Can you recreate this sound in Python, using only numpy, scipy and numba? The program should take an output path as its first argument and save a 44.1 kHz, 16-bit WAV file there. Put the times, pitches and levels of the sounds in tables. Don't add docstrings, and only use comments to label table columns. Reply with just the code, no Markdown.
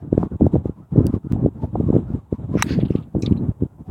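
import sys
import numpy as np
from scipy import signal
from scipy.fft import rfft, irfft
from scipy.io import wavfile
from scipy.ndimage import uniform_filter1d
from numba import njit

SR = 44100
rng = np.random.default_rng(int(sys.argv[2]) if len(sys.argv) > 2 else 0)


def voltage_ratio(level):
    return 10 ** (np.asarray(level, float) / 20)


def unload_wav(signal):
    wavfile.write(
        sys.argv[1],
        SR,
        np.round(np.clip(np.atleast_2d(signal).T, -1, 1) * 32767).astype(np.int16),
    )


N = 171990
LULL_DB = -46.5


@njit
def svf(x, hz, share):
    y, band_state, low_state = np.empty(len(x)), 0., 0.
    for i in range(len(x)):
        g = np.tan(np.pi * hz[i] / SR)
        v = (band_state + g * (x[i] - low_state)) / (1 + g * (g + share))
        band_state, low_state = 2 * v - band_state, low_state + 2 * g * v
        y[i] = share * v
    return y


def band(x, hz, share):
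    centre = np.clip(hz + np.zeros(len(x)), 20, .45 * SR)
    y = svf(x, centre, float(max(share, .02)))
    return y / np.std(y)


def curve(rows):
    return np.interp(np.arange(N) / SR, [r[0] for r in rows], [r[1] for r in rows])


def coloured(points):
    hz, db = np.array(points).T
    log_hz = np.log(np.arange(N // 2 + 1) * SR / N + 1)
    gain = voltage_ratio(np.interp(log_hz, np.log(hz), db, left=-120))
    y = irfft(rfft(rng.standard_normal(N)) * gain, N)
    return y / np.std(y)


def walk(rate):
    k = int(SR / rate)
    steps = np.repeat(rng.standard_normal(N // k + 1), k)
    return 1.4 * uniform_filter1d(uniform_filter1d(steps, k), k)[:N]


def add(out, s, x):
    i = int(s * SR)
    out[i:i + len(x)] += x[:N - i]


def burst(db, hz, share, t60, rise=.001):
    t = np.arange(8000) / SR
    grain = voltage_ratio(4 * uniform_filter1d(np.repeat(rng.standard_normal(80), 100), 100))
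    noise = band(band(rng.standard_normal(len(t)), hz, share), hz, share)
    noise = band(noise, hz, 2 * share)
    return voltage_ratio(db - 60 * t / t60) * (1 - np.exp(-t / rise)) * grain * noise


def ring(modes, t):
    out = np.zeros(len(t))
    for k, (hz, db, t60) in enumerate(modes):
        sign = (-1) ** max(k, 1)
        out += sign * voltage_ratio(db - 60 * t / t60) * np.sin(2 * np.pi * hz * t)
    return out


# frequency_hz, level_db (per Hz)
PARK_SPECTRUM = [(300, -8), (900, -9.5), (1750, -30.5), (4200, -41.5), (7700, -34), (16000, -36.5)]


def park():
    return voltage_ratio(-65.5 + 2.0 * walk(2)) * coloured(PARK_SPECTRUM)


# start_s, length_s, level_db
GUST_TIMES = [(0.019, 0.095, -32), (0.118, 0.038, -19.5), (0.168, .11, -22.5), (0.308, .055, -26.5),
              (0.401, 0.075, -16), (0.478, 0.15, -30.5), (0.527, 0.044, -21.5), (0.637, 0.094, -30.5),
              (0.764, .07, -39), (0.917, 0.19, -19.5), (0.968, 0.031, -18), (1.125, 0.055, -20.5),
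              (1.243, 0.032, -25), (1.301, 0.19, -21), (1.498, .04, -40), (1.546, 0.15, -32.5),
              (1.627, .03, -21.5), (1.696, .02, -32.5), (1.727, 0.27, -22.5), (1.926, 0.082, -23),
              (2.004, 0.19, -26.5), (2.319, 0.035, -21), (2.38, 0.085, -25.5), (2.477, 0.14, -22),
              (2.639, 0.24, -22.5), (2.886, 0.14, -29), (3.03, 0.06, -44), (3.144, 0.067, -23),
              (3.219, 0.3016, -25), (3.399, .06, -27.5), (3.601, 0.07, -28), (3.782, 0.045, -31.5),
              (3.88, .03, -29)]


def gust_strength():
    edge_s = 0.02
    t = np.arange(N) / SR
    gust = voltage_ratio(LULL_DB) + 0 * t
    for s, long, db in GUST_TIMES:
        inside = np.minimum(t - s, 1.8 * (s + long - t)) / edge_s
        gust = gust + voltage_ratio(db) * np.clip(inside + 0.56, 0, 1) ** 2
    return gust


def eddy(ms):
    u = np.arange(-600, 601) / SR / (ms * 0.67 / 1000)
    return -np.exp(-.5 * u ** 2) * (1 - .5 * u ** 2)


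def eddy_swarm(gust):
    eddies_per_s, spread_db = 230, 5
    chance = rng.random((N, 2)).T
    depth_db = np.minimum(-spread_db * np.log(1 - chance[1]), 11)
    spikes = (chance[0] < eddies_per_s / SR) * voltage_ratio(depth_db)
    centre_hz = 202 * 2 ** (.3 * walk(25.009)) * (gust / voltage_ratio(-20)) ** .22
    swarm = band(np.convolve(spikes, eddy(1.27), "same"), centre_hz, 1.12)
    swarm = band(swarm, centre_hz, 1.12)
    rumble = band(band(rng.standard_normal(N), 85, 1.5), 85, 1.5) * voltage_ratio(2.4 * walk(30.2))
    return gust * (voltage_ratio(-4.5) * swarm + voltage_ratio(-3.5) * rumble)


# centre_s, depth_db, width_ms
SINGLE_EDDIES = [(0.1289, -5, 1.03), (0.1791, -3, 0.93), (0.236, -10.5, 1.4), (0.4104, -9.5, 0.79),
                 (0.4166, -7.5, 3.5), (0.4205, -2.4, 1.36), (0.4295, -11.5, 2.7), (0.4451, -9, 1.5),
                 (0.467, -7.5, 0.75), (0.5373, -11.5, 1.7), (0.5432, -5.5, 1.24), (0.556, -10, 0.72),
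                 (0.5624, -9.5, 0.88), (0.6573, -11, 1.04), (0.696, -14.5, 1.3), (0.961, -10.5, 1.01),
                 (0.9793, -8.5, 2.5), (0.986, -4.5, 3.6), (1.0069, -9.5, 1.09), (1.0497, -12, 1.9),
                 (1.0613, -12, 1.17), (1.1404, -9.5, 1.29), (1.333, -9.5, 2), (1.4492, -6.5, 1.46),
                 (1.462, -4, 0.94), (1.7561, -11, 0.57), (1.8022, -8, 1.35), (1.8092, -14.5, 0.91),
                 (1.89, -11.5, 1.1), (1.9038, -5.5, 1.17), (1.9537, -6.5, 1.07), (1.9653, -5, 0.98),
               (1.9716, -17, 1), (2.3276, -8.5, 1.11), (2.495, -28, 0.99), (2.5415, -18, 1),
               (2.5545, -8, 0.97), (2.561, -10, 1.55), (2.7082, -12.5, 1.27), (2.724, -15.5, 3),
               (2.778, -13, 2.05), (2.7899, -11, 0.94), (2.8282, -15.5, 1.07), (2.8344, -8.5, 1.63),
               (2.9064, -7.5, 1.23), (2.9539, -7, 1.23), (3.1512, -14.5, 0.79), (3.1669, -10, 1.35),
               (3.1712, -16, 2.4), (3.2347, -14, 1.3), (3.278, -14.5, 1.13), (3.3118, -7, 1.73),
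               (3.3222, -4, 1.56), (3.4914, -8.5, 2.03), (3.6238, -9.5, 1.3), (3.635, -11, 1.35),
                 (.229, -19.5, 1.4), (0.4242, -5.5, 1.8), (0.4556, -15, 1.3), (0.5489, -12, 3.9),
               (0.5655, -13, 2.2), (1.0156, -13.5, 2.1), (1.3157, -15.5, 1.45), (1.4419, -14, 1.1),
               (1.6348, -20, 1.23), (1.6428, -17.5, 1.85), (1.6458, -21, 1.8), (1.8404, -17.5, 1.35),
               (1.8687, -16, 2.4), (1.9392, -14, 1.4), (1.9413, -12.5, 0.96), (1.948, -14, 2.4),
               (2.1039, -17.5, 1.55), (2.14, -17.5, 2.4), (2.1475, -15.5, 1.76), (2.1514, -16.5, 1.3),
               (2.5715, -16.5, 0.83), (2.7845, -13, 2.4), (3.161, -15.5, 1.3), (3.4113, -16.5, 1.4),
               (3.434, -14.5, 2.15)]


def single_eddies():
    out = np.zeros(N)
    for s, db, ms in SINGLE_EDDIES:
        add(out, s - 600 / SR, voltage_ratio(db + 5.5) * eddy(ms))
    return out


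# centre_s, level_db, pitch_hz, length_s
EDGE_FLUTTERS = [
    (.231, -10.5, 766, 0.00067),
    (1.364, -26, 717, 0.0022),
    (1.643, -25.5, 656, 0.004),
    (1.757, -15.5, 713, 0.0032),
    (1.929, -22, 790, 0.0015),
]


def flutters():
    out = np.zeros(N)
    u = np.arange(-600, 601) / SR
    for s, db, hz, long in EDGE_FLUTTERS:
        add(out, s - 600 / SR, -voltage_ratio(db - 10 * (u / long) ** 2) * np.cos(2 * np.pi * hz * u))
    return out


def warble(felt):
    streaks = np.zeros(N)
    for hz in 700 * 2 ** (np.arange(7) / 5):
        level = voltage_ratio(9 * walk(21.886) - 25 * np.log2(hz / 900) ** 2)
        streaks += level * band(rng.standard_normal(N), hz * (1 + 0.046 * walk(8)), 0.045)
    return voltage_ratio(-55) * felt ** 0.56 * streaks


# frequency_hz, level_db (per Hz)
HISS_SPECTRUM = [(410, -24.5), (700, -8), (934, -5), (1480, -32.5), (1730, -29.5), (3890, -29),
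                 (4320, -56.5), (7490, -33.5), (16000, -60.5)]


def wind():
    thumps = eddy_swarm(gust_strength()) + single_eddies() + flutters()
    thumps = signal.sosfilt(signal.butter(2, 1320, fs=SR, output="sos"), thumps)
    felt = np.minimum(uniform_filter1d(np.abs(thumps), 1600) + voltage_ratio(LULL_DB), voltage_ratio(-19.5))
    hiss = voltage_ratio(-41.5 + 3.4 * walk(25)) * felt ** 0.72 * coloured(HISS_SPECTRUM)
    return thumps + hiss + warble(felt)


# start_s, level_db, centre_hz, width_share, t60_s
SHORT_TICKS = [
    (.1785, -34, 2500, 2.6, .002),
    (.4664, -33.5, 2490, 2.5, .002),
    (1.067, -48, 4500, 1.3, 0.034),
]
# pitch_hz, level_db, t60_s
SNAP_MODES = [(2900, -14, .03), (4800, -8, .02), (5900, -5, .0035), (8100, -2, .004), (10200, 1, .0035),
              (12600, -1, .003), (15400, -2, .0035)]


def ticks():
    out = np.zeros(N)
    for s, db, hz, share, t60 in SHORT_TICKS:
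        add(out, s, burst(db, hz, share, t60, 0.00026))
    t = np.arange(1500) / SR
    contact = (1 - np.exp(-t / .0003)) / (1 + (t / .0021) ** 6)
    add(out, 1.0673, voltage_ratio(-23) * ring(SNAP_MODES, t) * contact)
    return out


def swish(rows, peaks):
    t = np.arange(N) / SR
    air = np.zeros(N)
    for hz, share, db in peaks:
        noise = band(band(rng.standard_normal(N), hz, share), hz, share)
        air += voltage_ratio(db + 2.5 * walk(150)) * band(noise, hz, share)
    fade = np.clip(np.minimum(t - rows[0][0], rows[-1][0] - t) / .01 + 1, 0, 1)
    return air * voltage_ratio(curve(rows)) * fade


# time_s, level_db
IN_LEVEL = [
    (2.52, -86),
    (2.56, -60),
    (2.595, -38.5),
    (2.612, -43),
    (2.625, -41.5),
]
# centre_hz, width_share, level_db
IN_PEAKS = [(1300, .5, 3), (2120, 0.67, 2.5), (3900, 0.64, -11), (5560, .3, -9), (11000, .8, -24)]


def swing_in():
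    return swish(IN_LEVEL, IN_PEAKS)


# pitch_hz, level_db, t60_s
HEAD_MODES = [(924, -4, .05), (1185, -5, .05), (1600, -4.5, 0.017), (1940, -2.5, 0.02), (2300, -5, .018),
              (2720, -3.5, 0.013), (3400, -10, 0.0081), (5650, -2.5, .011), (6190, -1.5, 0.0089),
              (7780, -10, .013), (9100, -12, .012)]


def strike():
    start_s, shaft_late_s, shaft_long_s = 2.6236, .0066, .0023
    t = np.arange(3000) / SR
    head = ring(HEAD_MODES, t) / (1 + (t / .0052) ** 6)
    head = voltage_ratio(-0.5) * head * (1 - np.exp(-t / 0.00037)) / 2
    shaft = voltage_ratio(-21) * np.exp(-.5 * ((t - shaft_late_s) / shaft_long_s) ** 2)
    shaft = shaft * np.sin(2 * np.pi * 3920 * t)
    out = np.zeros(N)
    add(out, start_s, head + shaft)
    add(out, start_s, burst(-19, 6000, 2.4, 0.021, .0002))
    return out


# time_s, level_db
SPRAY_LEVEL = [
    (2.63, -52),
    (2.639, -56.5),
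    (2.653, -59.5),
    (2.665, -55.5),
    (2.759, -70.5),
    (2.86, -74.5),
    (2.89, -69.5),
    (3.03, -81),
    (3.06, -91.5),
]
# frequency_hz, level_db (per Hz)
SPRAY_SPECTRUM = [(5500, -19), (7500, -1), (9000, -1.5), (11000, -3.5), (14000, -7), (16500, -9.5)]


def spray():
    t = np.arange(N) / SR
    return (t > SPRAY_LEVEL[0][0]) * voltage_ratio(curve(SPRAY_LEVEL) + 2 * walk(90)) * coloured(SPRAY_SPECTRUM)


# time_s, level_db
OUT_LEVEL = [
    (2.64, -53),
    (2.654, -70),
    (2.668, -50),
    (2.686, -49),
    (2.694, -42.5),
    (2.725, -41.5),
    (2.75, -50),
    (2.775, -60),
    (2.80, -58.5),
]
# centre_hz, width_share, level_db
OUT_PEAKS = [(1780, 0.74, 2.5), (2600, .4, -2), (3500, .3, -6.5), (4500, 0.33, -1.5), (6550, 0.16, -15.5)]


def swing_out():
    return swish(OUT_LEVEL, OUT_PEAKS)


# start_s, level_db, centre_hz, t60_s
TREE_ECHOES = [(2.8003, -41, 2900, 0.094), (2.811, -47, 2000, .08), (2.8509, -40.5, 3240, 0.054),
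               (2.879, -54, 3000, .05), (2.8997, -52, 2360, 0.25), (2.9558, -47.5, 2900, 0.11),
               (2.9823, -53, 3120, 0.047), (3.009, -61.5, 2900, 0.035), (3.024, -57.5, 2990, 0.066),
               (3.0334, -60, 3040, .04), (3.3233, -51.5, 2600, .05), (3.363, -55, 2600, .06)]


def trees():
    t = np.maximum(np.arange(N) / SR - 2.6236, 0)
    out = (t > 0) * voltage_ratio(-47 - 60 * t / 1) * band(rng.standard_normal(N), 1500, 0.44)
    for s, db, hz, t60 in TREE_ECHOES:
        add(out, s, burst(db, hz, 0.57, t60, 0.00074))
    return signal.sosfilt(signal.butter(6, (1300, 4700), "band", fs=SR, output="sos"), out)


# start_s, level_db, centre_hz, width_hz, t60_s
BRANCH_KNOCKS = [(3.2195, -49.5, 12800, 5200, .02), (3.19, -67, 8500, 7560, .9),
                 (3.221, -36.5, 5900, 2600, 0.079), (3.221, -44.5, 3960, 500, 0.16),
                 (3.221, -41.5, 2460, 500, 0.088), (3.249, -50, 4500, 5000, 0.035),
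                 (3.2605, -26, 3660, 1600, 0.03), (3.264, -46, 4140, 350, 0.068),
                 (3.369, -51.5, 4020, 400, .07), (2.905, -59.5, 5360, 1210, .14),
                 (3.262, -40.5, 2300, 1100, 0.069)]


def knocks():
    out = np.zeros(N)
    for s, db, hz, width, t60 in BRANCH_KNOCKS:
        add(out, s, burst(db, hz, width / hz, t60, .002))
    return out


def scene():
    air = park() + wind() + ticks()
    club = swing_in() + strike() + spray() + swing_out()
    return (air + club + trees() + knocks())[None]


def low_pass(x):
    return signal.sosfilt(signal.butter(12, 16670, fs=SR, output="sos"), x)


def record(dry):
    x = signal.sosfilt(signal.butter(3, 64.8, "high", fs=SR, output="sos"), dry)
    t = np.arange(N) / SR - 1.3229
    held = np.clip(1 + t / .003, 0, 1) ** 2 * (t < 0)
    back = np.where(t < 0, 1, np.clip((t - .0068) / .002, 0, 1))
    x = x * (1 - held) * back + voltage_ratio(-24) * held
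    x = x / (1 + (x / .95) ** 10) ** .1
    return low_pass(x)


dry = scene()
out = record(dry)
unload_wav(out)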